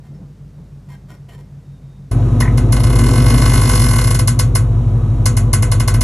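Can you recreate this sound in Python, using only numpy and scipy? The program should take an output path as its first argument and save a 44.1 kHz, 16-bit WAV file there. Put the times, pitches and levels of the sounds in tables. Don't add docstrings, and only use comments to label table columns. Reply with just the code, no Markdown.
import sys
import numpy as np
from scipy import signal
from scipy.fft import rfft, irfft, next_fast_len
from scipy.io import wavfile
from scipy.ndimage import map_coordinates

SR = 44100
rng = np.random.default_rng(int(sys.argv[2]) if len(sys.argv) > 2 else 0)


def to_wav(s):
    ch = np.atleast_2d(s).T
    pcm = np.round(np.clip(ch, -1, 1) * 32767)
    wavfile.write(sys.argv[1], SR, pcm.astype(np.int16))


N = 266143
TIME = np.arange(N) / SR
RING_TIME = np.arange(16384) / SR
OUTSIDE_AT_S = 2.111

# f/Hz, level/dB
ROAD_SPECTRUM = [(15, -29), (40, -16), (70, -12.5), (130, -8.5), (185, -3), (240, -11.5), (330, -16.5),
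                 (480, -19.5), (700, -26.5), (1500, -35.5), (3000, -43), (6000, -44), (11000, -50.5),
                 (15000, -57)]
# f/Hz, likeness (1 = the same)
CABIN_LIKENESS = [(100, 1), (400, 1), (1500, 1), (8000, 1)]
# t/s, level/dB
BUMPS = [(.12, -44), (.222, -36.5), (.605, -41), (1.13, -45), (1.4, -49)]
# t/s, f/Hz
FIRING_RATE = [(0, 51.3), (1, 50.2), (2.4, 49.9), (3.3, 51.6), (3.9, 50), (4.5, 49.7), (5.1, 47.8),
               (6, 47.2)]
# multiple of the engine's cycle rate, level/dB
DRONE_TONES = [(8, -4), (13, -9.5), (16, -6), (19, -13), (20, -13.5), (21, -16), (22, 1.5), (23, -0.5),
               (25, -10.5), (30, -11.5), (42, -24)]
# t/s, length/s, level/dB, slips per second, singing f/Hz
RASPS = [(0.032, 0.046, -59, 790, 1840), (0.136, 0.035, -63, 810, 5370), (.883, 0.054, -50, 1030, 960),
         (0.914, 0.048, -52.5, 720, 1600), (1.079, 0.082, -48.5, 330, 1463),
         (1.283, 0.034, -48.5, 650, 2990), (1.31, 0.053, -49, 450, 1840), (1.376, 0.04, -51.5, 400, 966)]
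# f/Hz, width/Hz, level/dB
BODY_RESONANCES = [(480, 93, 9), (630, 150, 3), (978, 59, 5.5), (1500, 22, -5), (1874, 47, 5.5),
                   (2100, 10, 9), (2270, 48, -3), (3120, 33, 1), (4210, 32, -8), (5460, 15, 2),
                   (5640, 14, -6), (7050, 220, -12), (9350, 3900, -27)]

# t/s, level/dB
ENGINE_EFFORT = [(2.11, -4.5), (2.7, -3.3), (3.3, -0.5), (3.9, -4.5), (4.3, -8.5), (5.1, -8), (6.03, -6.5)]
# multiple of the cycle rate, level/dB
BOOM_TONES = [(9, -18), (10, -14), (14, -13), (15, -53), (16, 1.5), (17, -2.5), (18, -12), (19, 4.5),
              (20, -27.5), (21, -5), (22, -10), (23, -15.5), (24, -10), (26, -25), (28, -15.5)]
# multiple of the cycle rate, level/dB
GROWL_TONES = [(33, -7.5), (36, -7), (37, -0.5), (38, 0), (39, -2.5), (40, -3.5), (41, -5.5), (42, -28),
               (43, -1.5), (45, -11), (48, -8), (50, -32.5), (52, -9.5), (53, -9), (54, -6.5), (56, -10.5),
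               (60, -11), (62, -10)]
# f/Hz, level/dB
RUSH_SPECTRUM = [(20, -29), (45, 3), (130, 0), (190, -5.5), (260, -13), (400, -10.5), (700, -18),
                 (1150, -23.5), (1800, -33.5), (3000, -38.5), (3700, -51.5), (4800, -44.5), (10800, -39.5),
                 (12500, -67), (15500, -105)]
# f/Hz, width/Hz, level/dB
WELL_RESONANCES = [(235, 12, 7), (497.7, 19.4, 6), (696, 26, 4.5), (996, 11, 11.5), (1135, 4.7, 12),
                   (1257, 17, 8), (1512, 16, -3), (3780, 270, 16)]
# f/Hz, likeness
WELL_LIKENESS = [(100, .998), (250, .93), (500, .78), (1000, .94), (2000, .9), (4000, .88), (8000, .96),
                 (12000, .98)]
# f/Hz, level/dB
LEFT_BALANCE = [(40, .1), (125, .7), (250, 1.6), (500, 3.7), (1000, 2.2), (2000, .6), (4000, -.5),
                (8000, 0)]
# f/Hz, phase/rad
LEFT_LEAD = [(2000, 0), (2600, .7), (3400, .7), (4300, 1.4), (4900, 2.7), (5400, 5.7), (6300, 6.5),
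             (7900, 8.3), (9200, 9.4), (10900, 10.9), (11800, 12.3), (14000, 12.6)]

# t/s, high snap level/dB, lower ring level/dB
CLICKS = [(2.112, -29, -31.5), (2.402, -16, -21), (2.574, -23, -26), (2.722, -15, -22), (2.834, -20, -24.5),
          (2.986, -19, -22.5), (4.274, -10, -20), (4.39, -10, -19.5), (4.551, -11, -18.5),
          (5.256, -9, -20.5), (5.367, -16, -25), (5.53, -8, -19), (5.623, -16.5, -22.5),
          (5.715, -15.5, -21.5), (5.798, -17.5, -23), (5.876, -13, -21), (5.939, -20, -26.5),
          (6.008, -14, -20.5)]
# t/s, slips per second
CREAK_SPEED = [(2.722, 24.6), (3.297, 51.6), (3.699, 50.5), (3.979, 38.3), (4.2, 19.1)]
# f/Hz, level/dB, t60/s (the time to fade by 60 dB)
ARM_NOTES = [(499, -14, 0.35), (666, -19, 0.35), (1028, -11, 0.23), (1103, -12.5, 0.35), (1290, -16, 0.3),
             (1421, -17, 0.27), (1528, -11, 0.14), (1750, -17, 0.16), (1954, -12, 0.17), (2056, -13, 0.19),
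             (2120, -12, 0.14), (2541, -17, 0.2), (2900, -13, 0.15), (3488, -20, 0.19), (4161, -16, 0.14),
             (4258, -16, 0.13), (4380, -14.5, 0.13), (5315, -3.5, 0.08), (6322, -8, 0.15),
             (6626, -11, 0.17), (7343, -4.5, 0.16), (8077, -3, 0.15), (8484, -5, 0.18), (8830, -2, 0.15),
             (9442, -2, 0.15), (10277, -3, 0.1), (10454, 1, 0.1), (10654, -2, 0.09), (10831, -1, 0.12)]
# f/Hz, level/dB
CLATTER_SPECTRUM = [(150, -34), (500, -30), (800, 4), (1100, 7.5), (1280, 4), (1530, 17), (1720, -3.5),
                    (2100, 9), (2400, -3.5), (2900, -0.5), (3400, -5.5), (4300, -5.5), (4700, -8),
                    (5700, -9), (8000, -9), (9100, -5.5), (10800, -2.5), (12500, -13.5), (15500, -63)]
# f/Hz, level/dB
TAIL_SPECTRUM = [(1000, -4.5), (7500, 10), (10800, 11), (12500, -15)]
# t/s, length/s, level/dB, f/Hz, added octave's relative level/dB
SQUEAKS = [(2.419, .016, -25, 950, 13), (2.450, .014, -31, 945, 3), (2.473, .014, -28.5, 950, 4)]


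def amp(db):
    return 10 ** (np.asarray(db) / 20)


def unit(x):
    return x / np.sqrt(np.mean(x ** 2) + 1e-20)


def at_hz(table, hz):
    f, value = np.transpose(table)
    return np.interp(np.log(hz + 1), np.log(f + 1), value)


def curve(table):
    return np.interp(TIME, *np.transpose(table))


def add(mix, start_s, sound):
    part = mix[..., max(round(start_s * SR), 0):][..., :sound.shape[-1]]
    part += sound[..., :part.shape[-1]]


def colour(x, spectrum):
    n = x.shape[-1]
    return irfft(rfft(x) * amp(at_hz(spectrum, np.fft.rfftfreq(n, 1 / SR))), n)


def drift(rate_hz):
    points = rng.standard_normal(2048)
    return unit(map_coordinates(points, [TIME * rate_hz * 2], order=2, mode="wrap"))


def stereo_noise(n, likeness):
    left, other = rfft(rng.standard_normal((2, n)))
    alike = np.clip(at_hz(likeness, np.fft.rfftfreq(n, 1 / SR)), -1, 1)
    right = alike * left + np.sqrt(1 - alike ** 2) * other
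    return irfft(np.array([left, right]), n)


def road(rumble_db=-47, hiss_db=-44, split_hz=900, bump_s=0.02):
    noise = unit(colour(stereo_noise(N, CABIN_LIKENESS), ROAD_SPECTRUM))
    rumble = signal.sosfiltfilt(signal.butter(2, split_hz, fs=SR, output="sos"), noise)
    jolts = sum(amp(db) * np.exp(-abs(TIME - peak_s) / bump_s) for peak_s, db in BUMPS)
    return (amp(rumble_db) + jolts) * rumble + amp(hiss_db) * (noise - rumble)


def firings():
    return np.cumsum(curve(FIRING_RATE)) / SR


def engine_tones(tones, waver):
    cycles, points_s = firings() / 8, TIME[::2048]
    out = np.zeros(N)
    for multiple, db in tones:
        strength = 1 + waver * np.interp(TIME, points_s, rng.standard_normal(len(points_s)))
        out += amp(db) * strength * np.sin(2 * np.pi * (multiple * cycles + rng.random()))
    return unit(out)


def cabin_drone(db=-36):
    return amp(db) * engine_tones(DRONE_TONES, waver=0.27)


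def rasps(jitter=0.16, uneven_db=3, sing_db=-7, sing_width_hz=40, echo_db=-6, echo_t60=0.28):
    out, t = np.zeros((2, N)), RING_TIME
    body = sum(amp(db) * width * np.exp(-np.pi * width * t) * np.cos(2 * np.pi * hz * t)
               for hz, width, db in BODY_RESONANCES)
    for start_s, length_s, db, rate, sing_hz in RASPS:
        gaps, sizes = rng.standard_normal((2, 128))
        slip_s = np.cumsum(np.exp(jitter * gaps)) / rate
        inside = slip_s < length_s
        taps = np.zeros(round(length_s * SR) + 1)
        taps[(slip_s[inside] * SR).astype(int)] = amp(uneven_db * sizes[inside])
        taps *= signal.windows.tukey(len(taps), .3)
        singing = np.exp(-np.pi * sing_width_hz * t) * np.sin(2 * np.pi * sing_hz * t)
        rasp = unit(signal.fftconvolve(taps, body))
        rasp += amp(sing_db) * unit(signal.fftconvolve(taps, singing))
        add(out, start_s, amp(db) * rasp * np.sqrt(len(taps) / np.sum(rasp ** 2)))
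    tail = unit(rng.standard_normal((2, len(t))) * amp(-60 * t / echo_t60)) / np.sqrt(len(t))
    return out + amp(echo_db) * signal.fftconvolve(out, tail, axes=1)[:, :N]


def brake(hz=3700, db=-70, waver=0.53):
    swell = np.interp(TIME, [1.6, 1.74, 1.95, 2.1], [0.26, 1, 1, .2])
    flicker = 1 + waver * drift(23.2)
    pitch_hz = hz + 8 * drift(20)
    return amp(db) * swell * flicker * np.sin(2 * np.pi * np.cumsum(pitch_hz) / SR)


def well_ring(x):
    return sum(amp(db) * signal.lfilter(*signal.iirpeak(hz, hz / width, SR), x)
               for hz, width, db in WELL_RESONANCES)


def engine(pulse_db=-13, boom_db=-11.5, growl_db=-19.5, rush_db=-19, throb=0.075, well_db=-2):
    effort_db = curve(ENGINE_EFFORT)
    beat = np.sin(2 * np.pi * firings())
    pulse = amp(pulse_db + 0.7 * effort_db) * unit(beat * (1 + 0.13 * drift(6)))
    boom = amp(boom_db + 0.19 * effort_db) * engine_tones(BOOM_TONES, waver=0.093)
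    growl = amp(growl_db + 1.264 * effort_db) * engine_tones(GROWL_TONES, waver=0.84)
    air = colour(stereo_noise(N, WELL_LIKENESS), RUSH_SPECTRUM)
    air = unit(air + amp(well_db) * well_ring(air))
    rush = amp(rush_db + 1.04 * effort_db) * air * (1 + throb * beat)
    return pulse + boom + growl + rush


def arm_ring(t):
    return sum(amp(db - 60 * t / t60) * np.sin(2 * np.pi * (hz * t + rng.random()))
               for hz, db, t60 in ARM_NOTES)


def arm_strike(crack_t60, tail_t60, tail_db, rise_s, notes_db, echo_s, echo_db, echo_spread_s=.0016):
    t = RING_TIME
    noise = stereo_noise(len(t), WELL_LIKENESS)
    crack = noise * amp(-60 * t / crack_t60)
    echo = noise * amp(echo_db) * np.exp(-((t - echo_s) / echo_spread_s) ** 2)
    tail = colour(noise, TAIL_SPECTRUM) * amp(tail_db - 60 * t / tail_t60)
    clatter = colour(crack + echo + tail, CLATTER_SPECTRUM)
    fade_in = 1 - np.exp(-t / rise_s)
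    fade_out = np.minimum(4 * (1 - t / t[-1]), 1) ** 2
    strike = (unit(clatter) + amp(notes_db) * unit(arm_ring(t))) * fade_in * fade_out
    return strike / np.sqrt(np.sum(strike ** 2) / SR)


def knock(db, hz=620, t60=0.049, rise_s=0.0008):
    t = RING_TIME
    thud = np.sin(2 * np.pi * hz * t) * amp(-60 * t / t60) * (1 - np.exp(-t / rise_s))
    return amp(db) * thud / np.sqrt(np.sum(thud ** 2) / SR)


def creak_slips(alternate_above_hz=48.6, scatter_db=1.3, jitter_s=.0005):
    times, speeds = np.transpose(CREAK_SPEED)
    travel = np.cumsum(np.interp(TIME, times, speeds, left=0, right=0)) / SR
    slip_s = TIME[1:][np.diff(np.floor(travel)) > 0]
    shift, uneven = rng.standard_normal((len(slip_s), 2)).T
    fast = np.interp(np.interp(slip_s, times, speeds), [alternate_above_hz, speeds.max()], [0, 1])
    swing = -fast * (-1) ** np.arange(len(slip_s))
    wound_s = slip_s - times[0]
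    snap_db = -24.5 + 6.5 * wound_s + 2.1 * swing + scatter_db * uneven
    ring_db = -26.5 + 3.5 * wound_s + 3.5 * swing + scatter_db * uneven
    return np.transpose([slip_s + jitter_s * shift, snap_db, ring_db])


def all_slips(same_slip_s=.012):
    click_s = np.transpose(CLICKS)[0]
    return list(CLICKS) + [row for row in creak_slips() if abs(row[0] - click_s).min() > same_slip_s]


def joint(snap_gain_db=-14, ring_gain_db=-11, split_hz=4700, ring_lag_s=0.001011, scatter=0.084):
    snap = arm_strike(crack_t60=0.068, tail_t60=0.18, tail_db=-9, rise_s=0.0013,
                      notes_db=-5.5, echo_s=0.0038, echo_db=-24)
    ring = arm_strike(crack_t60=0.021, tail_t60=0.24, tail_db=-9.5, rise_s=0.003,
                      notes_db=3.5, echo_s=0.00686, echo_db=2.5)
    snap = signal.sosfilt(signal.butter(6, split_hz, "high", fs=SR, output="sos"), snap)
    ring = signal.sosfilt(signal.butter(6, split_hz, fs=SR, output="sos"), ring + knock(db=-23))
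    snap_blows, ring_blows = np.zeros((2, 1, N))
    for start_s, snap_db, ring_db in all_slips():
        tiny_slips = rng.standard_normal(48) * np.exp(-np.arange(48) / 12)
        force = np.r_[1, scatter * tiny_slips]
        force /= np.linalg.norm(force)
        add(snap_blows, start_s, amp(snap_db + snap_gain_db) * force)
        add(ring_blows, start_s + ring_lag_s, amp(ring_db + ring_gain_db) * force)
    snaps = signal.fftconvolve(snap_blows, snap, axes=1)
    rings = signal.fftconvolve(ring_blows, ring, axes=1)
    return (snaps + rings)[:, :N]


def squeaks(glide=0.013, rough=0.088, echo_db=-4, echo_t60=0.18, well_db=1, arm_db=-31, scrape_hz=1700):
    out, scrape = np.zeros((2, N))
    wobble = rough * drift(300)
    for start_s, length_s, db, hz, octave_db in SQUEAKS:
        progress = np.linspace(0, 1, round(length_s * SR))
        swell = np.sin(np.pi * progress)
        pitch_hz = hz * (1 + glide * (.5 - progress) + wobble[round(start_s * SR):][:len(progress)])
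        phase = 2 * np.pi * np.cumsum(pitch_hz) / SR
        tone = np.sin(phase) + amp(octave_db) * np.sin(2 * phase)
        add(out, start_s, amp(db) * unit(tone * swell))
        add(scrape, start_s, swell)
    t = RING_TIME[:8192]
    tail = rng.standard_normal(len(t)) * amp(-60 * t / echo_t60)
    arm = signal.sosfilt(signal.butter(2, scrape_hz, fs=SR, output="sos"), arm_ring(t))
    ringing = signal.fftconvolve(scrape * rng.standard_normal(N), arm / np.linalg.norm(arm))[:N]
    echo = signal.fftconvolve(out, tail / np.linalg.norm(tail))[:N]
    return out + amp(well_db) * well_ring(out) + amp(echo_db) * echo + amp(arm_db) * ringing


def left_and_right(x):
    size = next_fast_len(N + 4096)
    hz = np.fft.rfftfreq(size, 1 / SR)
    left = amp(at_hz(LEFT_BALANCE, hz) / 2) * np.exp(.5j * at_hz(LEFT_LEAD, hz))
    return irfft(rfft(x, size) * np.array([left, 1 / left]), size)[:, :N]


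def scene():
    cabin = road() + cabin_drone() + rasps() + brake()
    wheel_well = left_and_right(engine() + joint() + squeaks())
    outside = np.clip((TIME - OUTSIDE_AT_S) / .003, 0, 1)
    return (1 - outside) * cabin + outside * wheel_well


def record(dry):
    knee, ceiling, top_hz = .7, .95, 15000
    room = ceiling - knee
    over = np.maximum(abs(dry) - knee, 0)
    rounded = np.clip(dry, -knee, knee) + np.sign(dry) * room * np.tanh(over / room)
    lowpass = signal.firwin(255, top_hz, window=("kaiser", 8), fs=SR)
    return signal.oaconvolve(rounded, lowpass[None], "same")


dry = scene()
out = record(dry)
to_wav(out)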